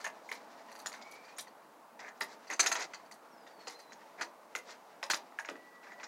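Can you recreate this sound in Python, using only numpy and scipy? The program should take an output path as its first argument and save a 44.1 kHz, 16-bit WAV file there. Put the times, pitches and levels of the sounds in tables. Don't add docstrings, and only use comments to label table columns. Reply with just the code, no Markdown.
import sys
import numpy as np
from scipy import signal
from scipy.fft import rfft, irfft, next_fast_len
from scipy.io import wavfile
from scipy.ndimage import uniform_filter1d, map_coordinates

SR = 44100
rng = np.random.default_rng(int(sys.argv[2]) if len(sys.argv) > 2 else 0)


def ratio_of_db(decibels):
    return 10 ** (np.asarray(decibels, float) / 20)


def store_pcm(level_fs):
    pcm = np.round(np.clip(level_fs, -1, 1) * 32767).astype(np.int16)
    wavfile.write(sys.argv[1], SR, np.atleast_2d(pcm).T)


N = 267907

# start in seconds, plate level in dB, shank level in dB,
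# plate mode in Hz, shank mode in Hz.
SLIPS = [(.0014, -42, -43.5, 1370, 4200), (.936, -39, -46, 1620, 3700), (1.013, -49.5, -42.5, 2400, 4890),
         (1.382, -39, -33, 2340, 3700), (1.991, -41.5, -44.5, 1790, 4100),
         (2.208, -22.5, -28.5, 2050, 4890), (2.5264, -37, -30.5, 1870, 6400),
         (2.5935, -18, -12.5, 1700, 6320), (2.629, -34, -32, 2060, 6480), (2.66, -21.5, -19, 2040, 6510),
         (2.7153, -21.5, -21, 1770, 6400), (2.7522, -27, -28, 1830, 6500), (2.795, -32, -33, 1530, 3940),
         (2.8144, -34, -32.5, 1990, 6540), (2.934, -35, -36.5, 2030, 4400), (4.21, -26, -30, 1784, 4110),
         (5.0995, -19, -20, 1770, 4110), (5.866, -46, -58, 1600, 5540), (5.998, -42, -54, 1960, 4480),
         (6.03, -35.5, -38, 1580, 5720)]
# as for SLIPS, in seconds, dB, dB, Hz, Hz.
TAPS = [(.315, -25.5, -35, 2210, 3560), (.716, -45, -44.5, 1820, 4660), (.752, -43.5, -44, 1840, 4600),
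        (.79, -50, -42, 1720, 4660), (.8597, -28.5, -26, 1773, 6850), (.918, -41, -39.5, 1450, 4560),
        (1.112, -62, -44, 2210, 4470), (2.167, -62, -57, 1300, 4890), (3.112, -45, -41, 2020, 4500),
        (3.671, -35, -31, 2000, 4110), (4.551, -24.5, -30, 2060, 6500), (5.0285, -28, -30, 2030, 5000),
        (5.1346, -20.5, -23, 1770, 4050), (5.322, -46, -70, 1300, 3950), (5.448, -36, -42, 1670, 6550),
        (5.476, -45, -53, 1570, 5370), (5.488, -29, -41, 1800, 3940), (5.555, -43, -56, 1930, 4200)]
# start in seconds, plate level in dB,
# shank level in dB, plate mode in Hz, plate contact in seconds.
PINGS = [(.0424, -27, -32.5, 1770, .014), (.0634, -28.5, -41, 1770, .0063), (.289, -35, -46, 2140, .004),
         (2.08, -39.5, -48, 1780, .0095), (2.501, -28, -35.5, 1910, .0027), (3.698, -42, -50, 1960, .0048),
         (3.921, -40.5, -43, 1810, .0015), (5.388, -24, -40, 1700, .0006), (5.92, -40, -56, 1870, .003)]
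# start in seconds, plate level in dB, shank level in dB,
# shank mode in Hz.
BRUSHES = [(.685, -48, -55, 4590), (1.241, -57, -52, 4640), (1.28, -50, -51, 4700), (1.364, -58, -45, 6650),
           (1.469, -47, -51, 4670), (2.469, -49, -46.5, 4710), (3.05, -57, -57, 4670),
           (3.464, -49, -51, 3710), (3.79, -49, -46, 4700), (4.013, -49.5, -64, 5550),
           (4.69, -42.5, -64, 3850), (5.255, -62, -60, 4870), (5.83, -53, -70, 4100)]
# start in seconds, peak level in dB, mode in Hz.
THUMPS = [(.063, -35, 930), (0.312, -43, 480), (2.213, -40, 380), (2.593, -36, 400), (3.672, -38, 500),
          (4.211, -43, 480), (4.55, -38, 460), (5.029, -34, 1050), (5.094, -39.5, 460), (5.134, -43, 354),
          (5.486, -37, 424), (5.51, -39, 400)]
# start in seconds, peak level in dB,
# brightness in dB per octave.
FLAKES = [(.001, -54, 0), (.042, -41, -3), (.288, -52, 2), (.314, -44, 8), (.715, -53, 4), (.752, -52, 4),
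          (.789, -48, 6), (.86, -38, -3), (.918, -56, 10), (.936, -53, 0), (1.112, -48, 3),
          (1.383, -32, -4), (2.206, -37, 4), (2.4995, -45, -1), (2.594, -40, 3), (2.629, -41, 3),
          (2.661, -33, 4), (2.715, -37, 8), (2.795, -45, 0), (3.113, -48, -4), (3.672, -55, 3),
          (3.697, -49, -1), (3.79, -53, 0), (4.209, -45, -4), (4.551, -41, 1), (5.028, -45, -3),
          (5.099, -32.5, 7), (5.134, -38, 0), (5.387, -47, -4), (5.487, -54, 0)]
# start in seconds, end in seconds, rasp level in dB,
# plate level in dB.
STROKES = [(0.232, 0.377, -65.5, -80), (1.987, 2.108, -66, -52.5), (2.267, 2.358, -65.5, -61),
           (2.492, 2.565, -56, -43), (2.62, 2.72, -70, -44), (2.75, 2.872, -50, -47),
           (3.66, 3.757, -59, -62), (4.174, 4.245, -64, -48), (4.65, 4.738, -63, -63),
           (5.817, 5.95, -76, -60), (5.973, 6.066, -64, -58)]
# time in seconds, effort in dB.
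RUB_EFFORT = [(0, -55), (.12, -68), (.32, -63.5), (.74, -62.5), (1.3, -62), (1.55, -76), (2.04, -82),
              (2.2, -68), (2.57, -63), (2.65, -48), (2.72, -52), (2.87, -62), (3.11, -76), (3.7, -63),
              (4.4, -73), (4.68, -62), (5.07, -76), (5.4, -68)]

# centre in Hz, width in Hz, level in dB.
PLATE_MODES = [(1537, 673, -4.5), (1770, 148, 2.5), (2084, 303, 0.5), (2390, 680, -5.5)]
SHANK_MODES = [(3185, 1500, -18), (4100, 620, -7.5), (4890, 470, -8), (5845, 390, -8), (6490, 630, -8),
               (7170, 1180, -12.5)]
DOOR_MODES = [(655, 154, 2.5), (822, 180, 5), (934, 110, 10.5), (1163, 230, 4)]
# frequency in Hz, level in dB per Hz.
FIZZ_SPECTRUM = [(1500, -60), (3000, -16), (5000, -15), (7500, -8), (9000, -2.5), (11600, -5.5),
                 (13500, -13), (16000, -18)]

# delay in seconds, level in dB.
KNOCK_PATHS = [(.0, 1), (.0095, -10), (.019, -15)]
# delay in seconds, level in dB.
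RASP_PATHS = [(.0, -5), (.003, -4.5), (.006, -2.5), (.0095, 3.5), (0.011, -7.5), (.016, -6), (.036, -12.5)]
# delay in seconds, level in dB.
FIZZ_PATHS = [(.0, -3), (.011, -10), (.024, -8.5)]
# frequency in Hz, time to fall 60 dB in seconds.
PORCH_T60 = [(200, 0.5), (530, 0.68), (1400, 0.16), (3700, 0.2), (9700, 0.11)]

# time in seconds, pitch in Hz, level in dB.
SQUEAL = [
    (.94, 2200, -65),
    (1.02, 2220, -65),
    (1.07, 2240, -58.5),
    (1.2, 2300, -59.5),
    (1.27, 2390, -65),
    (1.37, 2430, -72),
]
# time in seconds, pitch in Hz, level in dB.
BIRD = [
    (3.29, 5950, -75),
    (3.35, 5300, -76),
    (3.42, 4930, -77),
    (3.5, 4700, -76),
    (3.6, 4400, -72),
    (3.7, 4150, -65.5),
    (3.82, 4100, -67),
    (3.94, 3940, -69),
]
# time in seconds, pitch in Hz, level in dB.
WHINE = [
    (5.36, 1950, -61.5),
    (6.12, 1950, -57.5),
]
# time in seconds, level in dB.
TRAFFIC_LEVEL = [(0, -57.5), (1.01, -57), (1.69, -60.5), (2.5, -58), (3.2, -59), (4.95, -60), (5.68, -61),
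                 (6.07, -57)]
# frequency in Hz, level in dB per Hz.
TRAFFIC_SPECTRUM = [(15, -73), (25, -39), (102, -78), (127, -19), (223, -7.5), (301, -7), (354, -7),
                    (394, -11.5), (427, -4.5), (516, -5.5), (677, -0.5), (775, -5), (840, -0.5),
                    (3340, -23.5), (16000, -35)]

# plate contact in seconds, shank contact in seconds, door thud, plate ring, shank ring in dB.
TAP = (.0015, .0033, -9, 8, -4)
SLIP = (.0065, .008, -7, 6, -3)
BRUSH = (.009, .007, -11, 5, 0)
FLAKE_S = .008


def unit(x):
    return x / np.sqrt(np.mean(x ** 2) + 1e-20)


def along(points, hz):
    f, v = np.transpose(points)
    return np.interp(np.log(hz + 1), np.log(f + 1), v)


def curves(rows):
    s, *cols = np.transpose(rows)
    return [np.interp(np.arange(N) / SR, s, c) for c in cols]


def wobble(rate_hz):
    knots = rng.standard_normal(int(N * rate_hz / SR) + 4)
    return map_coordinates(knots, [np.arange(N) * rate_hz / SR])


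def filtered(x, response):
    n = x.shape[-1]
    m = next_fast_len(n + SR // 40, real=True)
    return irfft(rfft(x, m) * response(np.fft.rfftfreq(m, 1 / SR)), m)[..., :n]


def body(modes, top_hz):
    def response(f):
        ring = 0
        for k, (hz, width_hz, db) in enumerate(sorted(map(tuple, modes))):
            damping = 1j * f * width_hz
            ring = ring + (-1) ** k * ratio_of_db(db) * damping / (hz * hz - f * f + damping)
        return ring / (1 - (f / top_hz) ** 2 + 1.4j * f / top_hz)
    return response


def grit(size, spiky_db):
    return rng.standard_normal(size) * ratio_of_db(spiky_db * rng.standard_normal(size))


def add_slip(track, s, db, paths, lengths_s, response):
    lengths_s = np.broadcast_to(lengths_s, len(paths)).clip(.0005, .06)
    t = np.arange(SR // 12) / SR / lengths_s[:, None]
    force = (1 - np.exp(-t / 0.11)) * np.exp(-t ** 1.13)
    bursts = filtered(force * grit(t.shape, spiky_db=3.5), response)
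    for x, (delay_s, path_db) in zip(bursts, paths):
        peak = np.sqrt(5 * uniform_filter1d(x * x, size=90).max())
        track[round((s + delay_s) * SR):][:len(x)] += ratio_of_db(db + path_db) * x / peak


def contacts():
    taps = [(*row, *TAP) for row in TAPS]
    slips = [(*row, *SLIP) for row in SLIPS]
    pings = [(s, plate_db, shank_db, hz, 6500, plate_s, .006, -9, 20, -4)
             for s, plate_db, shank_db, hz, plate_s in PINGS]
    brushes = [(s, plate_db, shank_db, 1830, hz, *BRUSH) for s, plate_db, shank_db, hz in BRUSHES]
    return taps + slips + pings + brushes


def knocks():
    out = np.zeros(N + SR)
    for s, db, _, hz, _, plate_s, _, thud_db, ring_db, _ in contacts():
        plate = body([*PLATE_MODES, (hz, 170, ring_db)], top_hz=2710)
        lengths_s = [plate_s + 0.11 * delay_s for delay_s, _ in KNOCK_PATHS]
        add_slip(out, s, db, KNOCK_PATHS, lengths_s, plate)
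        door_db = 0.7 * (db + 35) - 35
        add_slip(out, s, door_db, [(0, thud_db)], plate_s + 0.0074, body(DOOR_MODES, top_hz=1400))
    for s, db, hz in THUMPS:
        leaf = body([(0.63 * hz, 120, -3), (hz, 260, 0), (1.52 * hz, 300, -4)], top_hz=900)
        add_slip(out, s, db, [(0, 1)], .01, leaf)
    return out[:N]


def fizz(tilt_db_per_oct):
    def response(f):
        return ratio_of_db(along(FIZZ_SPECTRUM, f) + tilt_db_per_oct * np.log2(np.maximum(f, 3000) / 10000))
    return response


def dulled_shank(hz, ring_db):
    shank = body([*SHANK_MODES, (hz, 480, ring_db)], top_hz=8100)
    dull_hz = 8600
    return lambda f: shank(f) / (1 - (f / dull_hz) ** 2 + 1.2j * f / dull_hz)


def rasps():
    out = np.zeros(N + SR)
    paths = [*RASP_PATHS, (.012, -13)]
    scatter_s = .022
    for s, _, db, _, hz, _, shank_s, _, _, ring_db in contacts():
        octaves = np.log2(hz / 4000)
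        lengths_s = [shank_s * 0.6 ** octaves] * len(RASP_PATHS) + [scatter_s]
        add_slip(out, s, db - 5, paths, lengths_s, dulled_shank(hz, ring_db + 10 * octaves))
        add_slip(out, s, db, [(0, -36)], FLAKE_S, fizz(0))
    for s, db, tilt_db_per_oct in FLAKES:
        lengths_s = [FLAKE_S + .3 * delay_s for delay_s, _ in FIZZ_PATHS]
        add_slip(out, s, db, FIZZ_PATHS, lengths_s, fizz(tilt_db_per_oct))
    return out[:N]


def rubbing():
    effort_db, = curves(RUB_EFFORT)
    rasp_gain = ratio_of_db(effort_db - 6.5)
    rustle_gain = ratio_of_db(-58 - 6.5 + 0.7 * (effort_db + 60))
    rumble_gain = ratio_of_db(-66 + 1.05 * (effort_db + 60))
    plate_gain, t = np.zeros(N), np.arange(N) / SR
    for start, end, rasp_db, plate_db in STROKES:
        stroke = np.clip(np.minimum((t - start) / 0.022, (end - t) / 0.027), 0, 1)
        rasp_gain = rasp_gain + ratio_of_db(rasp_db) * stroke
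        plate_gain = plate_gain + ratio_of_db(plate_db) * stroke
    shank = body([(hz, 1.6 * width_hz, db) for hz, width_hz, db in SHANK_MODES], top_hz=8000)
    rasp = unit(filtered(grit(N, spiky_db=5.5), shank))
    rustle = unit(filtered(grit(N, spiky_db=4.5), body([(1870, 1100, 0)], top_hz=3000)))
    plate = unit(filtered(grit(N, spiky_db=4.5), body(PLATE_MODES, top_hz=2400)))
    rumble = unit(filtered(grit(N, spiky_db=2.5), body([(330, 220, -4), (780, 600, 0)], top_hz=1500)))
    door = (rumble_gain + ratio_of_db(-4) * plate_gain) * rumble
    return ratio_of_db(3.0 * wobble(25)) * (rasp_gain * rasp + rustle_gain * rustle + plate_gain * plate) + door


def porch(x):
    out, step = np.zeros(N + SR), SR // 4
    for start in range(0, N, step):
        hz, t, z = signal.stft(rng.standard_normal(SR // 3), SR, nperseg=256)
        decay = ratio_of_db(-60 * t / along(PORCH_T60, hz)[:, None])
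        tail = signal.istft(z * decay, SR, nperseg=256)[1]
        answer = signal.fftconvolve(x[start:start + step], tail / np.linalg.norm(tail))
        out[round((start / SR + .005) * SR):][:len(answer)] += answer
    return out[:N]


def far_tone(rows, rough_db, rough_hz, waver):
    hz, db = curves(rows)
    t = np.arange(N) / SR
    gate = np.clip(np.minimum(t - rows[0][0], rows[-1][0] - t) / 0.04, 0, 1)
    phase = 2 * np.pi * np.cumsum(hz * (1 + waver * wobble(450))) / SR
    return np.sqrt(2) * gate * ratio_of_db(db + rough_db * wobble(rough_hz)) * np.sin(phase)


def whine():
    apart_hz, loud_s, size = 11.9, 5.583, .6
    turn = np.exp(2j * np.pi * apart_hz * (np.arange(N) / SR - loud_s))
    beat = np.abs(1 + size * turn) / (1 + size)
    return beat * far_tone(WHINE, rough_db=2, rough_hz=30, waver=.004)


def street():
    level_db, = curves(TRAFFIC_LEVEL)
    z = signal.stft(rng.standard_normal(N), nperseg=512)[2]
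    field = uniform_filter1d(uniform_filter1d(rng.standard_normal(z.shape), 5, 0), 12, 1)
    patchy = signal.istft(z * ratio_of_db(1.5 * unit(field)), nperseg=512)[1][:N]
    split_hz = 2500
    hum = unit(filtered(patchy, lambda f: ratio_of_db(along(TRAFFIC_SPECTRUM, f)) / (1 + (f / split_hz) ** 4)))
    hiss = unit(filtered(rng.standard_normal(N),
                         lambda f: ratio_of_db(along(TRAFFIC_SPECTRUM, f)) / (1 + (split_hz / (f + 1)) ** 4)))
    return ratio_of_db(level_db + 1.88) * hum + ratio_of_db(-72.5) * hiss


def scene():
    knock, rasp = knocks(), rasps()
    wet = porch(ratio_of_db(-8) * knock + ratio_of_db(-12) * rasp)
    squeal = far_tone(SQUEAL, rough_db=4, rough_hz=110, waver=.028)
    bird = far_tone(BIRD, rough_db=5, rough_hz=70, waver=.005)
    return (knock + rasp + wet + rubbing() + squeal + bird + whine() + street())[None]


def top_cut(x):
    return signal.sosfilt(signal.butter(12, 16470, fs=SR, output="sos"), x)


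def record(dry):
    b, a = signal.butter(4, 2 * np.pi * 135, "high", analog=True)
    heard = filtered(dry[0], lambda f: signal.freqs(b, a, 2 * np.pi * f)[1])
    heard = heard + ratio_of_db(-75.5) * rng.standard_normal(N)
    heard = filtered(heard, lambda f: np.where(f < 15850, 1, ratio_of_db(-27.5)))
    return top_cut(heard[None])


dry = scene()
out = record(dry)
store_pcm(out)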